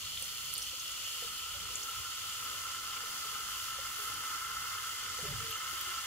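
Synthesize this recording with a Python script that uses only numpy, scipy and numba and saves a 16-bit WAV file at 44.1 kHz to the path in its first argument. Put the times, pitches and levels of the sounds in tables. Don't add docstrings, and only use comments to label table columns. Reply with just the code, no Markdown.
import sys
import numpy as np
from scipy import signal
from scipy.fft import rfft, irfft, next_fast_len
from scipy.io import wavfile
from scipy.ndimage import uniform_filter1d
from numba import njit

SR = 44100
rng = np.random.default_rng(int(sys.argv[2]) if len(sys.argv) > 2 else 0)


def invert_db(level):
    return 10 ** (np.asarray(level, dtype=float) / 20)


def pcm_store(signal):
    levels = np.round(np.clip(np.atleast_2d(signal), -1, 1) * 32767)
    wavfile.write(sys.argv[1], SR, levels.astype(np.int16).T)


N = 267246
TIME_S = np.arange(N) / SR
SIZE = next_fast_len(N + SR)
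HZ = np.arange(SIZE // 2 + 1) * SR / SIZE
PORT_LAG_S = 0.00012
DRIVE_REF_DB = -50

# time in seconds, foam drive of the air column in dB, stream strength in dB.
POUR_COURSE = [(0.0, -56.5, -0.5), (0.3, -54.5, -0.5), (0.67, -57.5, -1), (1.05, -53.5, 0), (1.35, -54, 0),
               (1.65, -50.5, 0), (1.95, -51, 0), (2.25, -50.5, 0.5), (2.47, -46, 0.5), (2.9, -46.5, 0),
               (3.2, -46.5, -0.5), (3.4, -47.5, 0), (3.9, -46, 0), (4.3, -43, 0.5), (4.75, -44.5, 0),
               (5.2, -48, 0.5), (5.6, -47.5, 0), (6.06, -46.5, 0.5)]


def through(x, response):
    return irfft(rfft(x, SIZE) * response, SIZE)[..., :N]


def level(x, db):
    return x * invert_db(db) / np.sqrt(np.mean(x ** 2))


def colour(points):
    hz, db = np.transpose(points)
    return invert_db(np.interp(np.log(HZ + 1), np.log(hz), db))


def modes(table):
    total = 0
    for k, (hz, width_hz, db) in enumerate(table):
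        damping = 1j * HZ * width_hz
        total = total + (-1) ** k * invert_db(db) * damping / (hz ** 2 - HZ ** 2 + damping)
    return total


def curves(table):
    s, *columns = np.transpose(table)
    return [np.interp(TIME_S, s, column) for column in columns]


def walk(rate_hz):
    hold = int(SR / rate_hz)
    steps = np.repeat(rng.standard_normal(N // hold + 1), hold)
    return 1.3 * uniform_filter1d(uniform_filter1d(steps, hold), hold)[:N]


def swell(middle_s, db, length_s):
    return db * np.exp(-(2 * (TIME_S - middle_s) / length_s) ** 2)


@njit
def grains(n, start, hz, t60, size, rise, glide):
    out = np.zeros(n)
    for g in range(len(start)):
        phase, step = 0., 2 * np.pi * hz[g] / SR
        for i in range(min(int(t60[g] * SR), n - start[g])):
            t = i / SR
            phase += step * (1 + glide * t / t60[g])
            envelope = (1 - np.exp(-t / (rise * t60[g]))) * 1000 ** (-t / t60[g])
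            out[start[g] + i] += size[g] * envelope * np.sin(phase)
    return out


def bursts(s, db, hz, pan_db, t60_s, rise, glide):
    start = (s * SR).astype(np.int64)
    left = grains(N, start, hz, t60_s, invert_db(db + pan_db / 2), rise, glide)
    right = grains(N, start, hz, t60_s, invert_db(db - pan_db / 2), rise, glide)
    return np.array([left, right])


def ports(x, share=1):
    lag_s = np.array([[0], [share * PORT_LAG_S]])
    return through(x, np.exp(-2j * np.pi * HZ * lag_s))


def unlike(corner_hz):
    return np.array([[1], [-1]]) * HZ / np.sqrt(HZ ** 2 + corner_hz ** 2)


def room(x):
    t60_s, room_db = 0.16, -7
    t = np.arange(SR // 2) / SR
    tail = rng.standard_normal((2, len(t))) * 1000 ** (-t / t60_s) * (t > 0.003)
    mid, side = rfft(tail / np.sqrt(np.sum(tail ** 2)), SIZE)
    return invert_db(room_db) * through(x, mid + unlike(490) * side)


def fizz(cycles, spread_db, count=50000):
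    when, pitch, odd = rng.random((count, 3)).T
    hz = 600 + 16500 * pitch
    size = invert_db(-spread_db * np.log(1 - odd)) * np.sqrt(hz / 8000)
    return grains(N, (when * N).astype(np.int64), hz, cycles / hz, size, 0.025, 0.29)


def mug_air(centre, rim, deep_db, stream_db, surge):
    # frequency in Hz, width in Hz, level in dB.
    column_modes = [(813, 23, -19), (1063, 48, -5.5), (1203, 163, -8), (1319.6, 72.4, 4), (1426, 29, -3.5),
                    (1444, 17.6, -0.5), (1607, 13, -10.5)]
    next_modes = [(1736, 97, 2.5), (1906, 130, -4.5), (2053, 60, 2.5), (2140, 61, -1)]
    mouth_modes = [(2340, 65, -8.5), (2520, 46, -8), (2784, 116, -1), (2912, 101, 2), (3057, 118, 2.5),
                   (3410, 190, -0.5), (3563, 163, -3.5), (3807, 103, -4.5), (7200, 120, -6),
                   (8220, 200, -8)]
    choked_modes = [(4220, 78, 9.5), (4900, 300, -0.5), (5900, 44, -9), (6540, 66, -1)]
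    drive_db = deep_db - DRIVE_REF_DB
    next_db = -59 + 0.51 * drive_db + 1.43 * TIME_S
    mouth_db = -45.5 - 0.27 * drive_db + 2.0 * stream_db
    choked_db = -61.5 - 1.1 * (deep_db + 47.5)
    low = ports(centre, share=0.59) + invert_db(-5.5) * rim
    high = ports(centre, share=0.38) + invert_db(-2.5) * rim
    mug = level(through(low, modes(column_modes)), deep_db + 1.64 + 1.0 * walk(10))
    mug = mug + level(through(low, modes(next_modes)), next_db + 0.78 * walk(11))
    mug = mug + level(through(high, modes(mouth_modes)), mouth_db + 0.3 * surge + 0.6 * walk(13))
    return mug + level(through(high, modes(choked_modes)), choked_db + 0.31 * surge)


def foam_hiss(centre, rim, stream_db, surge):
    # frequency in Hz, density in dB per Hz.
    left_colour = [(900, -54), (2000, -6), (3700, -4.5), (4600, -2), (7000, -1), (8500, -8.5), (11000, -6),
                   (15000, -6.5)]
    right_colour = [(900, -13.5), (2000, -8), (3700, -6), (4600, 1), (7000, -3), (7700, -4.5), (9000, -6),
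                    (11500, -3.5), (13000, -6), (15000, -8)]
    echo_s, echo_turn_rad, echo_db = 0.001356, 2.76, -13.5
    echo_gain = invert_db(echo_db) / (1 + (HZ / 7500) ** 4)
    comb = 1 + echo_gain * np.exp(-2j * np.pi * HZ * echo_s - 1j * echo_turn_rad)
    tint = comb * np.array([colour(left_colour), colour(right_colour)])
    source = invert_db(-3) * ports(centre[::-1]) + rim[::-1]
    waver_db = 0.4 * surge + 0.5 * walk(16)
    hiss = level(through(source, tint), -41.5 + stream_db + waver_db)
    return hiss + (invert_db(0.9 * walk(10)) - 1) * through(hiss, HZ > 9500)


def pour():
    # frequency in Hz, width in Hz, depth from 0 to 1.
    notches = [(935, 39, 1), (1659, 143, 0.81), (2284, 42, 0.54), (3650, 40, 0.46), (3937, 176, 0.47),
               (5400, 160, 0.48), (7730, 140, 0.28)]
    deep_db, stream_db = curves(POUR_COURSE)
    surge = walk(6)
    centre = fizz(5.8, 1.08)
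    rim = np.array([fizz(6.6, 1.07) for _ in range(2)])
    mug = mug_air(centre, rim, deep_db, stream_db, surge)
    hiss = foam_hiss(centre, rim, stream_db, surge)
    dips = 1
    for hz, width_hz, depth in notches:
        dips = dips * (1 - np.clip(depth, 0, 0.9) / (1 + (2 * (HZ - hz) / width_hz) ** 2))
    return through(mug + invert_db(-5.5) * room(mug.mean(0)) + hiss, dips)


def patches():
    # start in seconds, level in dB, pitch in Hz, length in seconds.
    rushes = [(0.169, -34.5, 3200, 0.0073), (0.289, -40, 3300, 0.0031), (0.554, -35.5, 4630, .006),
              (0.619, -33.5, 5900, .008), (0.661, -38, 3030, 0.063), (0.69, -39.5, 3130, 0.0087),
              (0.796, -34.5, 5900, 0.0077), (1.83, -34, 6500, 0.0068), (2.956, -39, 7250, .008),
              (2.961, -37.5, 2620, .018), (5.489, -35.5, 3000, .04), (5.503, -32.5, 12600, 0.013)]
    s, db, hz, length_s = np.repeat(np.transpose(rushes), 12, axis=1)
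    late, pitch, pan = rng.random((len(s), 3)).T
    hz = np.clip(hz * np.exp(0.07 * 4 * (pitch - 0.5)), 500, 15500)
    rush = bursts(s + late * length_s, db + 4, hz, 12 * (pan - 0.5), 24 / hz, 0.08, 0.03)
    return rush + invert_db(1) * room(rush.mean(0))


def pops():
    # start in seconds, peak in dB, pitch in Hz, left minus right in dB.
    large_bubbles = [(0.2245, -21.5, 8800, -12), (0.5390, -19, 11100, -15), (0.5801, -17.5, 8650, -6.6),
                     (0.5848, -33, 12450, 12), (0.592, -38, 12420, -0.5), (0.6262, -26.5, 8700, -5),
                     (0.6266, -30, 11610, 4), (0.7948, -32, 6720, 8), (0.8794, -30, 4830, -2.1),
                     (0.9182, -27, 6400, 0), (1.2897, -36, 8010, 9), (1.3822, -34, 13160, -1.9),
                     (1.7558, -17, 6940, 3), (1.818, -31, 4900, -5.4), (1.9214, -38, 13140, 7.9),
                     (2.3357, -28, 7900, 2.9), (2.444, -27, 12580, 13), (3.6458, -38, 12470, -12),
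                     (4.0754, -27, 10570, -3.4), (4.139, -26, 10770, 4.2), (5.549, -31, 7500, 0),
                     (5.8107, -21, 12500, -13)]
    s, db, hz, pan_db = np.transpose(large_bubbles)
    pop = bursts(s, db + 3, hz, pan_db, 20 / hz + 0.0008, 0.1, 0.1)
    pop = pop + bursts(s + 0.0003, db - 1, np.minimum(1.27 * hz, 13500), pan_db, 13 / hz, 0.1, 0.1)
    pop = pop + bursts(s + 0.0005, db - 6, np.minimum(1.55 * hz, 13000), pan_db, 9 / hz, 0.1, 0.1)
    pop[1] = ports(pop[1])[1]
    board_echo = through(pop, invert_db(-7) * np.exp(-2j * np.pi * HZ * 0.0023))
    return pop + board_echo + invert_db(1) * room(pop.mean(0))


def gulps():
    # start in seconds, peak in dB, pitch in Hz, t60 in seconds.
    blips = [(0.22, -56, 525, 0.061), (0.731, -54, 512, 0.052), (1.222, -46, 486, 0.059),
             (1.243, -49, 470, 0.058), (1.545, -54, 577, 0.07), (3.031, -55, 470, 0.082),
             (3.249, -55, 418, 0.1), (3.399, -58, 412, 0.083), (3.785, -44.5, 542, 0.037),
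             (3.982, -53.5, 411, 0.15), (5.187, -47, 492, 0.06), (5.233, -47, 425, 0.099),
             (5.252, -41, 408, 0.047), (5.326, -49, 434, 0.039), (5.438, -59, 452, 0.12),
             (5.489, -55, 445, 0.12), (5.623, -58, 371, 0.079), (5.728, -53, 370, 0.047),
             (5.797, -59, 364, 0.11), (5.87, -56, 370, 0.13)]
    pan_db = -2.5
    s, db, hz, t60_s = np.transpose(blips)
    gulp = bursts(s, db + 7.5, hz, pan_db, np.clip(t60_s, 0.01, 1), 0.072, 0.0093)
    tick = bursts(s, db + 3, 1.5 * hz, pan_db, np.full(len(s), 0.014), 0.05, -0.1)
    gulp = gulp + tick
    return gulp + invert_db(3) * room(gulp.mean(0))


def thud():
    # start in seconds, peak in dB, pitch in Hz, t60 in seconds, left minus right in dB.
    blows = [(1.216, -50, 1800, 0.04, 13), (1.225, -59, 694, 0.045, 0), (5.08, -50, 95, 0.22, 1),
             (5.225, -43, 160, 0.079, -1), (5.265, -50.5, 592, 0.25, -2), (5.275, -42, 151, 0.19, -4),
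             (5.31, -36, 139, 0.074, -1), (5.344, -36, 107, 0.11, -4), (5.385, -38, 96, 0.1, -1),
             (5.421, -47.5, 148, 0.11, -4), (5.39, -53, 459, 0.46, -2), (5.483, -50, 111.6, 0.17, 3)]
    s, db, hz, t60_s, pan_db = np.transpose(blows)
    return invert_db(5.0) * bursts(s, db, hz, pan_db, np.clip(t60_s, 0.03, 1), 0.063, -0.093)


def bass_rumble():
    # frequency in Hz, width in Hz, level in dB.
    room_modes = [(53.5, 22.4, 2), (69.7, 24, 0.5), (88.7, 14.3, 1), (122.2, 6.3, -5.5), (146, 9.2, -6),
                  (173, 6.2, -27)]
    # middle in seconds, rise in dB, length in seconds.
    swells = [(0.09, 5.5, 0.7), (0.545, 1, 0.24), (1.0, 2, 0.13), (1.633, 8, 0.16), (1.98, 10, 0.062),
              (2.274, 6, 0.071), (2.78, 2, 0.13), (3.645, 2.5, 0.5), (4.14, 5, .12), (4.7, 4.5, 0.34),
              (5.363, 15, 0.28), (5.713, 5, .1)]
    bass_db = -63.5 + sum(swell(*row) for row in swells)
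    mid, side = rng.standard_normal((2, N))
    band = HZ ** 2 / (HZ ** 2 + 45 ** 2) / (1 + (HZ / 190) ** 4)
    response = band * modes(room_modes)
    bass = through(mid, response) + 0.5 * through(side, unlike(15) * response)
    return level(bass, bass_db + 0.62 * walk(9.7))


def murk():
    # frequency in Hz, density in dB per Hz.
    murk_colour = [(100, -7), (170, -11.5), (254, -5), (301, -7.5), (513, -3.5), (680, -13.5), (819, -4),
                   (929, -14), (1000, -2.5), (1300, -70), (2200, -120)]
    # middle in seconds, rise in dB, length in seconds.
    sloshes = [
        (1.8, 3, .2),
        (2.5, 1, 0.25),
        (3.3, 2.5, 0.68),
        (4.194, 2, 0.31),
        (5.35, 7, 0.45),
    ]
    deep_db, _ = curves(POUR_COURSE)
    murk_db = -62 + 0.11 * (deep_db - DRIVE_REF_DB) + sum(swell(*row) for row in sloshes)
    mid, side = rng.standard_normal((2, N))
    tint = colour(murk_colour)
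    noise = through(mid, tint) + 9 * through(side, unlike(1570) * HZ / (HZ + 1500) * tint)
    slot = np.clip(np.round(2 * np.log2((HZ + 1) / 220)), 0, 4)
    noise = sum(invert_db(2.2 * walk(11)) * through(noise, slot == k) for k in range(5))
    return level(noise, murk_db)


def scene():
    return pour() + patches() + pops() + gulps() + thud() + bass_rumble() + murk()


def roll_off(x):
    return signal.sosfilt(signal.butter(12, 15750, fs=SR, output="sos"), x)


def record(dry):
    top_hz = 15740
    return roll_off(through(dry, HZ < top_hz))


dry = scene()
out = record(dry)
pcm_store(out)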